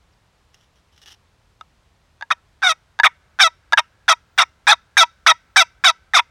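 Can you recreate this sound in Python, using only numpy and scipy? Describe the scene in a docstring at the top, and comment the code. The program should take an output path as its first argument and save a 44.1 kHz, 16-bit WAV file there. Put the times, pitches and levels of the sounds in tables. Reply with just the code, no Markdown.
"""In a quiet wood a far bird chirps once; then clothing rustles close by.
The lid of a hand-worked wooden box call taps on the box and is drawn over the rim in a run of raspy
yelps, with more taps among the first few. In each yelp the wood sticks and slips several hundred times
a second, exciting the resonances of the hollow box; a high note breaks to a low one, and the freed lid
rings. After each stroke the trees answer with faint reflections."""
import sys
import numpy as np
from scipy import signal
from scipy.fft import rfft, irfft, next_fast_len
from scipy.io import wavfile
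from scipy.ndimage import uniform_filter1d, minimum_filter1d, map_coordinates

SR = 44100
rng = np.random.default_rng(int(sys.argv[2]) if len(sys.argv) > 2 else 0)


def wav_record(signal):
    """Record a signal, one row per channel, as 16-bit PCM in the file named by sys.argv[1]."""
    frames = np.transpose(np.atleast_2d(signal))
    bounded = np.clip(frames, -1, 1)
    # unit amplitude maps onto the largest positive 16-bit level
    quanta = np.round(bounded * 32767).astype(np.int16)
    wavfile.write(sys.argv[1], SR, quanta)


N = 278182


def box_call():
    """Source and resonator: the lid radiates directly, while forces on the rim are filtered by the box."""
    yelp_sound, yelp_force = yelps()
    tap_sound, tap_force = lid_taps()
    return yelp_sound + tap_sound + signal.fftconvolve(yelp_force + tap_force, box_response())[:N]


def yelps(friction_db=-1, click_db=5, free_hz=960, free_t60=0.044, free_lead_s=0.0045):
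    """Forced, then free vibration: each stroke clicks, drives the lid by friction and leaves it ringing."""
    # strokes: (time [s], length [s], break after [s], high note [Hz], its glide [Hz/s], low note [Hz],
    # force [dB], high-note roughness [1], low-note roughness [1], high-note treble [dB],
    # low-note treble [dB], ring of the freed lid [dB])
    strokes = [ (2.304, .024, 0.0076, 763, -2000, 627, -12.5, 0.2, .08, -0.5, 2, -22.5),
               (2.626, .100, .066, 770, -900, 657, -12, .2, 0.1, -5, 2, -34),
               (3.034, 0.038, .012, 808, -5000, 633, -7, 0.8, 0.7, 5, -5, -13),
               (3.395, .083, .042, 786.4, -600, 675.2, -8.5, 0.4, 0, 4, -1.5, -18),
               (3.774, .024, 0.0083, 812.3, -2000, 627.6, -4.5, 0.3, .15, 6, 0, -10),
               (4.081, 0.05, .014, 743, -2.5, 667, -6.5, 1.2, 0.2, 1, -1.5, -13.5),
               (4.378, 0.054, 0.018, 781.3, -3800, 668, -9.5, .3, 0.6, 8.5, -4.5, -21.5),
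               (4.669, 0.067, .049, 775, 2199.5, 673, -5.5, .35, 0.2, -0.5, -2.5, -16),
               (4.969, 0.068, .035, 775.3, 0, 678.5, -5, 0.3, .08, 7.5, -0.5, -3.5),
               (5.264, 0.054, 0.013, 767.7, -3000, 666.7, -3, .5, 0.3, 6.5, -1, -9),
               (5.560, 0.067, .045, 784.5, -400, 678.4, -5, .3, 0, 6.5, 4, -14.5),
               (5.839, 0.067, .036, 767.2, -200, 675, -8.5, 0.4, .2, 6, 2.5, -13),
               (6.136, 0.062, .039, 837, -5500, 504.6, -9.5, 0.2, 0.6, 3, -2, -5)]
    lid, rim_force = np.zeros(N), np.zeros(N)
    for start, length, break_s, high_hz, glide, low_hz, force_db, *timbre, free_db in strokes:
        squeal, friction = stick_slip(length, (break_s, high_hz, glide, low_hz, force_db, *timbre))
        add(lid, start, squeal)
        add(rim_force, start, amp(friction_db) * friction)
        add(rim_force, start, amp([force_db + click_db]))
        add(lid, start + length - free_lead_s, ringing([(free_hz, free_db, free_t60)], attack_s=0.00045))
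    return lid, rim_force


def stick_slip(length, shape, waver=0.016, flicker_db=4.0, limp=0.7, scrape=0.93, squeal_db=-1.0,
               treble_hz=2500, size=5500):
    """Stick-slip friction is a relaxation oscillation; returns the lid's squeal and the force on the rim."""
    t = np.arange(size) / SR
    left_s = length - t
    rate_hz, force_db, rough, bright_db = gesture(t, length, *shape)
    cycles = np.cumsum(rate_hz * (1 + waver * rough * wobble(300, size))) / SR
    # period doubling: long and short slips alternate, adding lines halfway between the harmonics
    k = np.arange(2, 49)[:, None] / 2
    strength = np.where(k % 1 == 0, 1, limp * rough * np.sqrt(rough))
    # sliding over the grain modulates each partial's level and phase independently
    swell_db = np.array([wobble(110, size) for _ in k]) * flicker_db * np.sqrt(rough) * np.minimum(k / 2, 2)
    stray = np.array([wobble(380, size) for _ in k]) * (rough * np.sqrt(k) + (k / 15) ** 2)
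    partials = strength * amp(swell_db) * np.cos(2 * np.pi * k * cycles + stray) * (k * rate_hz < SR / 2)
    pressure = amp(force_db) * np.clip((left_s + 0.0092) / .011, 0, 1)  # the lid lifts off gradually
    # the lid bends twice a slip, widest as the resting grip breaks, and fades as the grip loosens
    bend = partials[2]
    onset = (1 - np.exp(-t / .0005)) * (1 + 1.4 * np.exp(-t / .005))
    squeal = amp(squeal_db) * bend * pressure * onset * np.clip(left_s / 0.004, 0, 1)
    slips = 2 * np.sqrt(rate_hz / SR) * (partials.sum(0) - bend)
    # chalked grain scrapes during the sliding part of each cycle
    grit = scrape * rough * unit(np.cos(np.pi * cycles) ** 4 * rng.standard_normal(size))
    force = (slips + grit) * pressure * (1 - np.exp(-t / .005))  # builds over a few cycles
    # a sharper slip carries more treble, which is the first to go as the lid lifts
    soft = filtered(force, lambda hz: 1 / (1 + (hz / treble_hz) ** 4))
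    treble = amp(bright_db) * (force - soft) * np.clip(left_s / 0.0024, .35, 1)
    return squeal, soft + treble


def gesture(t, length, break_s, high_hz, glide, low_hz, force_db, high_rough, low_rough, high_db, low_db,
            drop_s=.009, sag_hz_per_s=880, catch_s=.011, ease_s=0.011):
    """Slip rate sets pitch: a high note breaks to a sinking low one as force, rasp and treble change."""
    low = (1 + np.tanh(2 * (t - break_s) / drop_s)) / 2
    blend = lambda before, after: before + (after - before) * low
    breaking = np.sin(np.pi * low)
    catch = np.exp(-(t / catch_s) ** 2)  # the first catch is higher, harsher, weaker and duller
    ease = np.exp(-np.maximum(length - t, 0) / ease_s)  # the hand eases off towards the end
    rate_hz = blend(high_hz + glide * t, low_hz - sag_hz_per_s * (t - break_s)) + 37.8 * catch
    level_db = force_db - 6 * catch + 0.5 * breaking - 5 * ease
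    rough = blend(high_rough, low_rough) + 0.89 * catch + 0.05 * breaking + 0.27 * ease
    bright_db = blend(high_db, low_db) - 10.5 * catch - 7 * ease
    return rate_hz, level_db, np.clip(rough, .05, 1), bright_db


def lid_taps(knock_db=12, free_pitch_hz=1690, held_loss_db=-70):
    """Impact excitation: the lid lands on the rim and rings, lower when it is held against it."""
    # modes of the free lid: (frequency [Hz], level [dB], t60 [s])
    lid_modes = [(945, -5, .04), (1260, -10, .02), (1690, 0, .034), (2003, -12, .02), (2659, -23, .024),
                 (2832, -20, .024), (3688, -15, .022), (4667, -14, .011), (6412, -23, .01)]
    # landings: (time [s], lid ring [dB], relative box knock [dB], ring pitch [Hz])
    taps = [(1.611, -27, -30, 1287), (2.211, -26, -30, 1580), (2.224, -17, -39, 1653),
            (2.62, -21, -33, 1560), (2.990, -15, -20, 1600), (2.999, -2, -17, 1690),
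            (3.389, -15, -23, 1500), (3.724, -11, -11, 1360), (3.732, -3, -7, 1660), (3.735, -3, -16, 1680)]
    lid, rim_force = np.zeros(N), np.zeros(N)
    for start, ring_db, box_db, pitch_hz in taps:
        ratio = pitch_hz / free_pitch_hz
        modes = np.array(lid_modes) * [ratio, 1, 1]
        modes[0, 1] += held_loss_db * (1 - ratio)  # holding weakens the lowest mode
        add(lid, start, amp(ring_db) * ringing(modes, attack_s=.0003))
        add(rim_force, start, amp([box_db + knock_db]))
    return lid, rim_force


def ringing(modes, attack_s):
    """Free vibration of wood: exponentially damped modes (frequency [Hz], level [dB], t60 [s])."""
    t = np.arange(SR // 10) / SR
    ring = sum(amp(db - 60 * t / t60) * np.sin(2 * np.pi * hz * t) for hz, db, t60 in modes)
    bass_cut = signal.butter(4, 600, "high", fs=SR, output="sos")
    return signal.sosfilt(bass_cut, ring * (1 - np.exp(-t / attack_s)))


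def box_response(cutoff_hz=610, low_bump_db=-30, low_bump_hz=320, size=4096):
    """Impulse response of the box's resonances, with the bass cut and a faint low bump added."""
    # resonances of the box with the lid pressed on: (frequency [Hz], bandwidth [Hz], relative level [dB])
    box_modes = [(766, 240, -9), (1067, 370, 3.5), (1317, 130, 6.5), (1830, 100, -6.5), (2236, 520, 0),
                 (2390, 420, -10.5), (3505, 320, 2.5), (3726, 150, 5.5), (4840, 670, -13), (5410, 240, -10),
                 (5885, 600, -8), (6680, 850, -23), (8120, 820, -22.5), (9250, 1900, -27),
                 (11040, 570, -34), (14000, 10000, -42)]
    hz = np.fft.rfftfreq(size, 1 / SR)
    peak = lambda centre, width, db: amp(db) / (1 + (2 * (hz - centre) / width) ** 2)
    bass_cut = 1 - 1 / (1 + (hz / cutoff_hz) ** 10)
    gain = sum(peak(*mode) for mode in box_modes) * bass_cut + peak(low_bump_hz, low_bump_hz, low_bump_db)
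    # folding the cepstrum gives a causal, minimum-phase response
    cepstrum = irfft(np.log(np.maximum(gain, 1e-3)))
    cepstrum[1:size // 2] *= 2
    cepstrum[size // 2 + 1:] = 0
    ring = irfft(np.exp(rfft(cepstrum)))
    return ring / np.linalg.norm(ring)


def reflections(call, nearby_db=-25, trees_db=-48):
    """Scattering: the caller's body returns a short tail of the call, the trees a longer, fainter one."""
    # what the surroundings send back: (frequency [Hz], level [dB])
    reflectance = [(600, -14.5), (1100, -12.5), (1600, -6.5), (1850, -14), (2050, -6.5), (2400, -17),
                   (2750, -12.5), (3700, -24.5), (4700, -14), (12000, -7)]
    # decay of the near reflections and of those from the trees: (frequency [Hz], t60 [s])
    nearby_decay = [(500, 0.069), (4000, 0.33), (12000, .07)]
    tree_decay = [(300, 0.77), (1500, 7), (4000, 1.7), (12000, 0.12)]
    returned = filtered(call, lambda hz: amp(along(reflectance, hz)))
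    return amp(nearby_db) * echo(returned, nearby_decay) + amp(trees_db) * echo(returned, tree_decay)


def echo(x, decay):
    """Diffuse reverberation: convolution with noise in which each frequency decays at its own rate."""
    hz, t, spectra = signal.stft(rng.standard_normal(SR), SR, nperseg=256)
    tail = signal.istft(spectra * amp(-60 * t / along(decay, hz)[:, None]), SR, nperseg=256)[1]
    return signal.fftconvolve(x, tail / np.linalg.norm(tail))[:N]


def clothing(attack_s=.003, release_s=.011, tick_t60=0.019):
    """Friction noise: stiff cloth rubs in uneven catches, with a few dry ticks."""
    # rubs of sleeves and hood: (time [s], length [s], level [dB])
    rubs = [(.53, .13, -68), (.755, .03, -62), (.92, .12, -64), (1.018, .018, -53), (1.059, .07, -46)]
    # ticks of stiff cloth: (time [s], level [dB])
    ticks = [(.544, -43), (.61, -56), (.978, -44), (1.017, -45), (1.059, -44)]
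    # rustle spectrum: (frequency [Hz], relative spectral density [dB])
    cloth_spectrum = [(200, -30), (420, -7), (620, -24), (850, -4), (1000, -22), (1200, -6), (1500, -8.5),
                      (1800, -2.5), (2450, -13), (2900, 4), (3500, -1), (4400, -11), (5650, -0.5),
                      (7200, -17.5), (11000, -20), (15000, -28)]
    t = np.arange(N) / SR
    level = np.zeros(N)
    for start, length, db in rubs:
        release = np.exp(-np.maximum(t - length, 0) / release_s)
        add(level, start, amp(db) * (1 - np.exp(-t / attack_s)) * release)
    level *= unit(amp(3 * wobble(110, N) + 3 * wobble(700, N)))
    for start, db in ticks:
        add(level, start, amp(db - 60 * t[:SR // 10] / tick_t60))
    return level * noise(cloth_spectrum)


def bird(start=0.12, length=0.026, from_hz=6200, to_hz=4100, db=-67):
    """A linear frequency sweep: one thin falling chirp far off."""
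    progress = np.linspace(0, 1, int(length * SR))
    phase = 2 * np.pi * np.cumsum(from_hz + (to_hz - from_hz) * progress) / SR
    song = np.zeros(N)
    add(song, start, amp(db) * np.sin(np.pi * progress) * np.sin(phase))
    return song


def still_air(db=-60):
    """Stationary ambient noise: a faint hush, strongest in the bass."""
    # hush of the wood: (frequency [Hz], relative spectral density [dB])
    air_spectrum = [(24, -29), (42, -9.5), (75, -9), (150, -17.5), (270, -27), (450, -26.5), (1000, -26.5),
                    (2100, -32), (4000, -35), (8000, -43), (15000, -56)]
    return amp(db) * noise(air_spectrum)


def amp(db):
    """Decibels to amplitude ratio."""
    return 10 ** (np.asarray(db) / 20)


def unit(x):
    """Normalisation to rms 1."""
    return x / np.sqrt(np.mean(x ** 2) + 1e-20)


def along(points, hz):
    """Interpolation of (frequency [Hz], value) points on a log frequency axis."""
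    knots_hz, values = np.transpose(points)
    return np.interp(np.log(hz + 1), np.log(knots_hz + 1), values)


def wobble(rate, size):
    """Smooth random modulation with rate knots a second."""
    return map_coordinates(rng.standard_normal(size), [np.arange(size) * rate / SR], mode="wrap")


def filtered(x, gain):
    """Zero-phase filtering by a gain that depends on frequency."""
    size = next_fast_len(len(x) + 8192)
    return irfft(rfft(x, size) * gain(np.fft.rfftfreq(size, 1 / SR)), size)[:len(x)]


def noise(spectrum):
    """Spectral shaping of white noise, at rms 1."""
    return unit(filtered(rng.standard_normal(N), lambda hz: amp(along(spectrum, hz))))


def add(track, start, sound):
    """Superposition of a sound on a track at start seconds."""
    part = track[round(start * SR):][:len(sound)]
    part += sound[:len(part)]


def scene():
    """Superposition of the call, its reflections and the background, in mono."""
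    call = box_call()
    return (call + reflections(call) + clothing() + bird() + still_air())[None]


def record(dry, ceiling=0.92, window=89, top_hz=16000):
    """Peak limiting and band limiting: a fast gain dip holds down peaks, then the top treble is cut."""
    needed = np.minimum(1, ceiling / (np.abs(dry[0]) + 1e-9))
    gain = uniform_filter1d(minimum_filter1d(needed, window), window)
    return filtered(dry[0] * gain, lambda hz: hz < top_hz)[None]


dry = scene()
out = record(dry)
wav_record(out)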